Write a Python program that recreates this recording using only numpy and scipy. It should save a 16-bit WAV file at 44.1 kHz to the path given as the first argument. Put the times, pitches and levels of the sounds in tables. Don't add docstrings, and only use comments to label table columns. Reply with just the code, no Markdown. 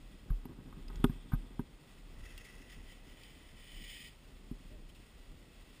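import sys
import numpy as np
from scipy import signal
from scipy.fft import rfft, irfft
from scipy.io import wavfile

SR = 44100
rng = np.random.default_rng(int(sys.argv[2]) if len(sys.argv) > 2 else 0)


def put_to_file(sound):
    columns = np.atleast_2d(sound).T
    safe = np.clip(columns, -1, 1)
    whole_steps = np.round(safe * 32767)
    wavfile.write(sys.argv[1], SR, whole_steps.astype(np.int16))


N = 255780
TIME = np.arange(N) / SR

# (frequency [Hz], density [dB])
GLIDE_SPECTRUM = [(500, -35), (1100, 3), (1650, -1.5), (2100, 2.5), (2350, 1.5), (2640, 4), (2950, 1),
                  (4200, -4), (6500, -6), (9500, -14.5), (15500, -8.5)]
# (frequency [Hz], gain [dB], t60 [s])
SHELL_MODES = [(845, -4.5, .028), (965, 0, .032), (1100, -1, .032), (1237, 1.5, .036), (1460, -2.5, .028),
               (1550, -7, .032), (2050, -12, .015), (3060, -17, .015), (3470, -17, .015),
               (10760, -15, .008), (11750, -10, .022), (12200, -9, .022), (13200, -15, .008)]


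def from_db(db):
    return 10 ** (np.asarray(db) / 20)


def unit_rms(x):
    return x / np.sqrt(np.mean(x ** 2) + 1e-20)


def since(start_s):
    return np.maximum(TIME - start_s, 0)


def swell(peak_s, sigma_s):
    return np.exp(-.5 * ((TIME - peak_s) / sigma_s) ** 2)


def burst(start_s, length_s):
    age = since(start_s) / length_s * np.e
    return age * np.exp(1 - age) * (TIME < start_s + 10 * length_s)


def drift(rate_hz):
    points = 8192
    hz = np.arange(points // 2 + 1) * SR / N
    slow = irfft(rfft(rng.standard_normal(points)) / (1 + (hz / rate_hz) ** 2), points)
    return np.interp(TIME, np.linspace(0, N / SR, points), unit_rms(slow))


def coloured(x, spectrum):
    hz, db = np.transpose(spectrum)
    log_hz = np.log(np.maximum(np.arange(N // 2 + 1) * SR / N, 1))
    gain = from_db(np.interp(log_hz, np.log(hz), db, left=-np.inf, right=-np.inf))
    return irfft(rfft(x) * unit_rms(gain), N)


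def resonant(x, bands):
    grid_hz = np.arange(N // 2 + 1) * SR / N
    power = sum(from_db(2 * db) / (1 + (2 * (grid_hz - hz) / width_hz) ** 4) for hz, width_hz, db in bands)
    return unit_rms(irfft(rfft(x) * np.sqrt(power), N))


def ring(drive, modes, phase_rad=0):
    out = np.zeros(N)
    for hz, db, t60_s in modes:
        r, w = np.exp(-np.log(1000) / (t60_s * SR)), 2 * np.pi * hz / SR
        onset = [np.sin(phase_rad), r * np.sin(w - phase_rad)]
        out += from_db(db) * signal.lfilter(onset, [1, -2 * r * np.cos(w), r * r], drive + 1e-18)
    return out


def through_case(x):
    # (frequency [Hz], width [Hz], gain [dB])
    bands = [(1950, 148, 8), (2605, 87, 4), (3370, 820, 5.5), (4970, 1300, 2.5), (6000, 230, -18.5),
             (6980, 530, 2.5), (8960, 1760, 12), (9980, 490, 5.5), (12200, 4200, -5.5), (14200, 310, 7),
             (15050, 450, 5.5)]
    for hz, width_hz, db in bands:
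        gain, half = from_db(db / 2), np.tan(np.pi * width_hz / SR)
        c = -2 * np.cos(2 * np.pi * hz / SR)
        x = signal.lfilter([1 + half * gain, c, 1 - half * gain], [1 + half / gain, c, 1 - half / gain], x)
    return x


def snow_grains(per_s, spread_db, powder_db):
    sizes = from_db(spread_db * np.minimum(rng.exponential(1, N), 4)) * rng.choice([-1, 1], N)
    snaps = sizes * (rng.random(N) < per_s / SR)
    return unit_rms(unit_rms(snaps) + from_db(powder_db) * rng.standard_normal(N))


def far_glide():
    # (time [s], level [dB])
    levels = [(0, -66.5), (.52, -70), (.95, -67), (1.35, -68), (1.7, -69), (1.95, -66.5), (2.5, -68),
              (4.4, -67), (5.55, -67), (5.8, -63.5)]
    grains = snow_grains(per_s=5000, spread_db=3.5, powder_db=1.5)
    hiss = unit_rms(through_case(coloured(grains, GLIDE_SPECTRUM)))
    level_db = np.interp(TIME, *np.transpose(levels)) + 0.88 * drift(rate_hz=11)
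    return from_db(level_db) * hiss


def low_rush(level_db=-68, swell_db=2.5):
    # (frequency [Hz], density [dB])
    spectrum = [(120, 2), (300, 2), (450, 3), (650, -1), (1200, -7), (1700, -11), (3000, -37)]
    envelope = from_db(level_db + swell_db * swell(peak_s=2.65, sigma_s=0.73))
    return envelope * coloured(rng.standard_normal(N), spectrum)


def wind(breeze_db=-55.5, flutter_db=-64, buffet_gain_db=-14):
    # (time [s], rumble [dB], sigma [s])
    gusts = [(2.203, -48, 0.08), (2.816, -50, 0.062), (3.79, -49, 0.056), (4.752, -47.5, 0.062),
             (5.35, -49, 0.052)]
    gusting = sum(from_db(db) * swell(s, sigma_s) for s, db, sigma_s in gusts)
    rumble = np.hypot(from_db(breeze_db), gusting)
    buffeting = np.hypot(from_db(flutter_db), from_db(buffet_gain_db) * gusting)
    return rumble, buffeting


def wind_and_hand(firm_db=-62.5, rock_gain_db=7, shell_gain_db=-11.5):
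    # (time [s], rubbing [dB])
    grip = [(.15, -69), (.3, -59.5), (.7, -58.5), (.82, -58.5), (1.0, -51), (1.22, -62), (1.5, -57.5),
            (1.75, -69)]
    # (frequency [Hz], density [dB])
    rumble_spectrum = [(12, -29), (25, -3), (35, 5.5), (50, -8.5), (75, -12.5), (120, -22.5), (250, -57)]
    # (frequency [Hz], density [dB])
    rub_spectrum = [(50, -5), (90, -3), (135, 1), (190, -1.5), (260, -2), (380, -9.5), (500, -20.5),
                    (900, -33)]
    hand_db = np.interp(TIME, *np.transpose(grip))
    hand = from_db(hand_db) * (TIME < grip[-1][0])
    wind_rumble, buffeting = wind()
    rocking = np.hypot(wind_rumble, from_db(rock_gain_db) * hand)
    slips = from_db(2.9 * drift(rate_hz=26))
    rumble = rocking * coloured(rng.standard_normal(N), rumble_spectrum)
    rub = np.hypot(buffeting, hand) * slips * coloured(rng.standard_normal(N), rub_spectrum)
    firmness = 1 / (1 + from_db(2 * (firm_db - hand_db)))
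    scratch = firmness * unit_rms(ring(slips * rng.standard_normal(N), SHELL_MODES))
    return rumble + rub + from_db(shell_gain_db) * hand * scratch


def knocks(sway_hz=37.2, sway_t60_s=0.31, crack_loss_db_per_s=42000):
    # (time [s], thud [relative dB], sway [dB], contact [s], rattle [relative dB], scuff [s])
    blows = [(0.302, -18.5, -21.5, 0.0047, -43.5, 0.0049), (.454, -38.5, -58, 0.00055, -39, 0.0039),
             (0.726, -51, -62, 0.001, -50, 0.0068), (0.899, -45, -52, 0.001, -47, 0.0084),
             (0.997, -31, -32.5, 0.003, -60, 0.0077), (1.042, -16, -24.5, 0.00027, -23, 0.0051),
             (1.094, -20.5, -67, 0.0034, -51, 0.011), (1.318, -53, -38, 0.00087, -42, 0.015),
             (1.332, -11.5, -25, 0.004, -44.5, 0.015), (1.593, -26, -40, 0.0013, -39.5, 0.0053),
             (4.512, -31, -37, 0.0017, -53, 0.003)]
    # (frequency [Hz], gain [dB], t60 [s])
    body_modes = [(142, -3.5, 0.041), (181, -2.5, 0.018), (241.4, -2, 0.068), (389, -8.5, 0.086)]
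    # (frequency [Hz], gain [dB], t60 [s])
    loose_modes = [(10550, -57, .018), (11200, -57, .018), (11840, -55, 0.03), (12100, -55, 0.03),
                   (12950, -65, .018), (13400, -70, .018)]
    # (frequency [Hz], density [dB])
    crack_spectrum = [(800, -36), (1300, 6.5), (1750, -31), (2100, -5.5), (3500, 2), (4400, -22),
                      (5400, -15.5), (6000, -34), (6600, -16.5), (7700, -24), (8700, -5), (9700, -17),
                      (11000, -8), (13500, -21), (15500, -12)]
    thump, shove, scuff, snap = np.zeros((4, N))
    for s, thud_db, sway_db, contact_s, rattle_db, scuff_s in blows:
        push = swell(s + contact_s, contact_s / 3)
        push /= push.sum()
        thump += from_db(thud_db + 0.5) * push
        shove += from_db(sway_db) * push
        graze = burst(s - .001, scuff_s)
        scuff += from_db(rattle_db - 30.5) * graze
        snap += from_db(rattle_db + 1 - crack_loss_db_per_s * contact_s) * graze
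    slow = signal.cheby2(6, 34, 525, fs=SR, output="sos")
    fast = signal.butter(6, 630, "high", fs=SR, output="sos")
    crest_rad = np.pi / 2
    body = signal.sosfilt(slow, ring(thump, body_modes, crest_rad))
    sway = signal.sosfilt(slow, ring(shove, [(sway_hz, 0, sway_t60_s)], crest_rad))
    rattle = signal.sosfilt(fast, ring(scuff * rng.standard_normal(N), SHELL_MODES))
    shaking = body + from_db(-12) * sway
    sizzle = ring(shaking * rng.standard_normal(N), loose_modes)
    crack = coloured(snap * rng.standard_normal(N), crack_spectrum)
    return rattle + sizzle + crack - body - sway


def first_rider(peak_db=-71.5):
    # (frequency [Hz], width [Hz], gain [dB])
    bands = [(2250, 580, -5), (3370, 470, 0.5), (8600, 580, -7.5)]
    return from_db(peak_db) * swell(peak_s=1.2, sigma_s=0.35) * resonant(rng.standard_normal(N), bands)


def crunches(ping_db=-17.5, t60_cycles=65, highpass_hz=2470):
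    # (time [s], drive [dB], length [s], ring [Hz])
    crusts = [(0.881, -58.5, 0.0047, 5060), (0.957, -55, 0.003, 7000), (2.377, -47.5, 0.0042, 2760),
              (2.442, -59.5, 0.022, 2200), (3.233, -55, 0.0051, 5100), (4.889, -64.5, 0.017, 3120),
              (4.947, -64.5, 0.019, 2730)]
    snaps, pings = np.zeros((2, N))
    for s, db, length_s, hz in crusts:
        cluster = from_db(db) * burst(s, length_s) * rng.standard_normal(N)
        snaps += cluster
        pings += ring(cluster, [(hz, ping_db, t60_cycles / hz)])
    thin = signal.butter(2, highpass_hz, "high", fs=SR, output="sos")
    return through_case(signal.sosfilt(thin, coloured(snaps, GLIDE_SPECTRUM)) + pings)


def crumbs(per_s=24, decay_s=0.0027):
    bursts = (rng.random(N) < per_s / SR) * rng.uniform(0.42, 1, N)
    puffs = signal.lfilter([1], [1, -np.exp(-1 / (decay_s * SR))], bursts + 1e-18)
    return unit_rms(puffs * rng.standard_normal(N))


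def skid_hiss():
    # (frequency [Hz], density [dB])
    spectrum = [(700, -61), (1300, -1.5), (1750, -3), (2020, 4), (2330, -7), (2640, 2), (3000, -5.5),
                (4300, -14.5), (5400, -7), (6500, -8), (8300, -22.5), (9400, -17), (15500, -17)]
    snow = snow_grains(per_s=1700, spread_db=2, powder_db=2) + from_db(-7.5) * crumbs()
    return unit_rms(through_case(coloured(snow, spectrum))) * from_db(2.3 * drift(rate_hz=37))


def skid_envelope(start_s=2.114, attack_s=0.15, hold_s=0.37, peak_db=-61.5, fade_db_per_s=18.5):
    attack = np.minimum(since(start_s) / attack_s, 1)
    return attack * from_db(peak_db - fade_db_per_s * since(start_s + hold_s))


def carve_hiss():
    # (frequency [Hz], width [Hz], gain [dB])
    bands = [(1950, 200, 0), (2380, 460, -3), (3060, 260, 1.5), (3460, 280, -4), (4050, 400, -13),
             (4980, 600, -9.5), (6950, 560, -12), (8250, 800, -15), (8980, 320, -8.5), (9750, 640, -15),
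             (13980, 260, -16), (14500, 460, -19), (15100, 280, -11)]
    snow = snow_grains(per_s=9000, spread_db=3.5, powder_db=-4.5)
    return resonant(snow, bands) * from_db(1.57 * drift(rate_hz=97))


def carve_envelope(bite_s=3.558, attack_s=0.012, full_s=3.906, let_go_s=4.075, bite_db=-63.5):
    press_db_per_s, ease_db_per_s, let_go_db_per_s = 33, 22, 226
    attack = np.minimum(since(bite_s) / attack_s, 1)
    press_db = press_db_per_s * (since(bite_s) - since(full_s))
    release_db = ease_db_per_s * since(full_s) + let_go_db_per_s * since(let_go_s)
    return attack * from_db(bite_db + press_db - release_db)


def near_board():
    # (time [s], level [dB], sigma [s], edge set [0-1])
    spurts = [(2.722, -59, 0.031, 0.55), (2.907, -62, 0.043, 1), (3.093, -63, 0.025, 0.5),
              (3.25, -62.5, 0.094, 1), (3.45, -66.5, 0.085, 0.8)]
    skid, carve = skid_envelope(), carve_envelope()
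    for s, db, sigma_s, edge in spurts:
        spurt = from_db(db) * swell(s, sigma_s)
        skid = np.hypot(skid, np.sqrt(1 - edge) * spurt)
        carve = np.hypot(carve, np.sqrt(edge) * spurt)
    return skid * skid_hiss() + carve * carve_hiss()


def faint_tone(peak_s=4.74, half_s=0.035, top_hz=620, drop_hz=57.4, level_db=-63):
    away = np.minimum(((TIME - peak_s) / half_s) ** 2, 5)
    hz = top_hz - drop_hz * away
    return from_db(level_db) * np.exp(-.5 * away ** 2) * np.sin(2 * np.pi * np.cumsum(hz) / SR)


def microphone_hiss(level_db=-79.5):
    # (frequency [Hz], density [dB])
    spectrum = [(60, 1.5), (300, -0.5), (550, -7), (1200, -10.5), (2500, -13.5), (4500, -11.5), (5400, -16),
                (6000, -34), (6900, -17), (8100, -17.5), (9500, -42)]
    return from_db(level_db) * coloured(rng.standard_normal(N), spectrum)


def scene():
    case = knocks() + wind_and_hand()
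    boards = far_glide() + near_board() + low_rush() + first_rider() + crunches()
    mid = case + boards + faint_tone()
    side = microphone_hiss()
    return np.array([mid + side, mid - side])


def record(dry):
    cutoff_hz = 15250
    return signal.sosfilt(signal.ellip(12, .2, 80, cutoff_hz, fs=SR, output="sos"), dry)


dry = scene()
out = record(dry)
put_to_file(out)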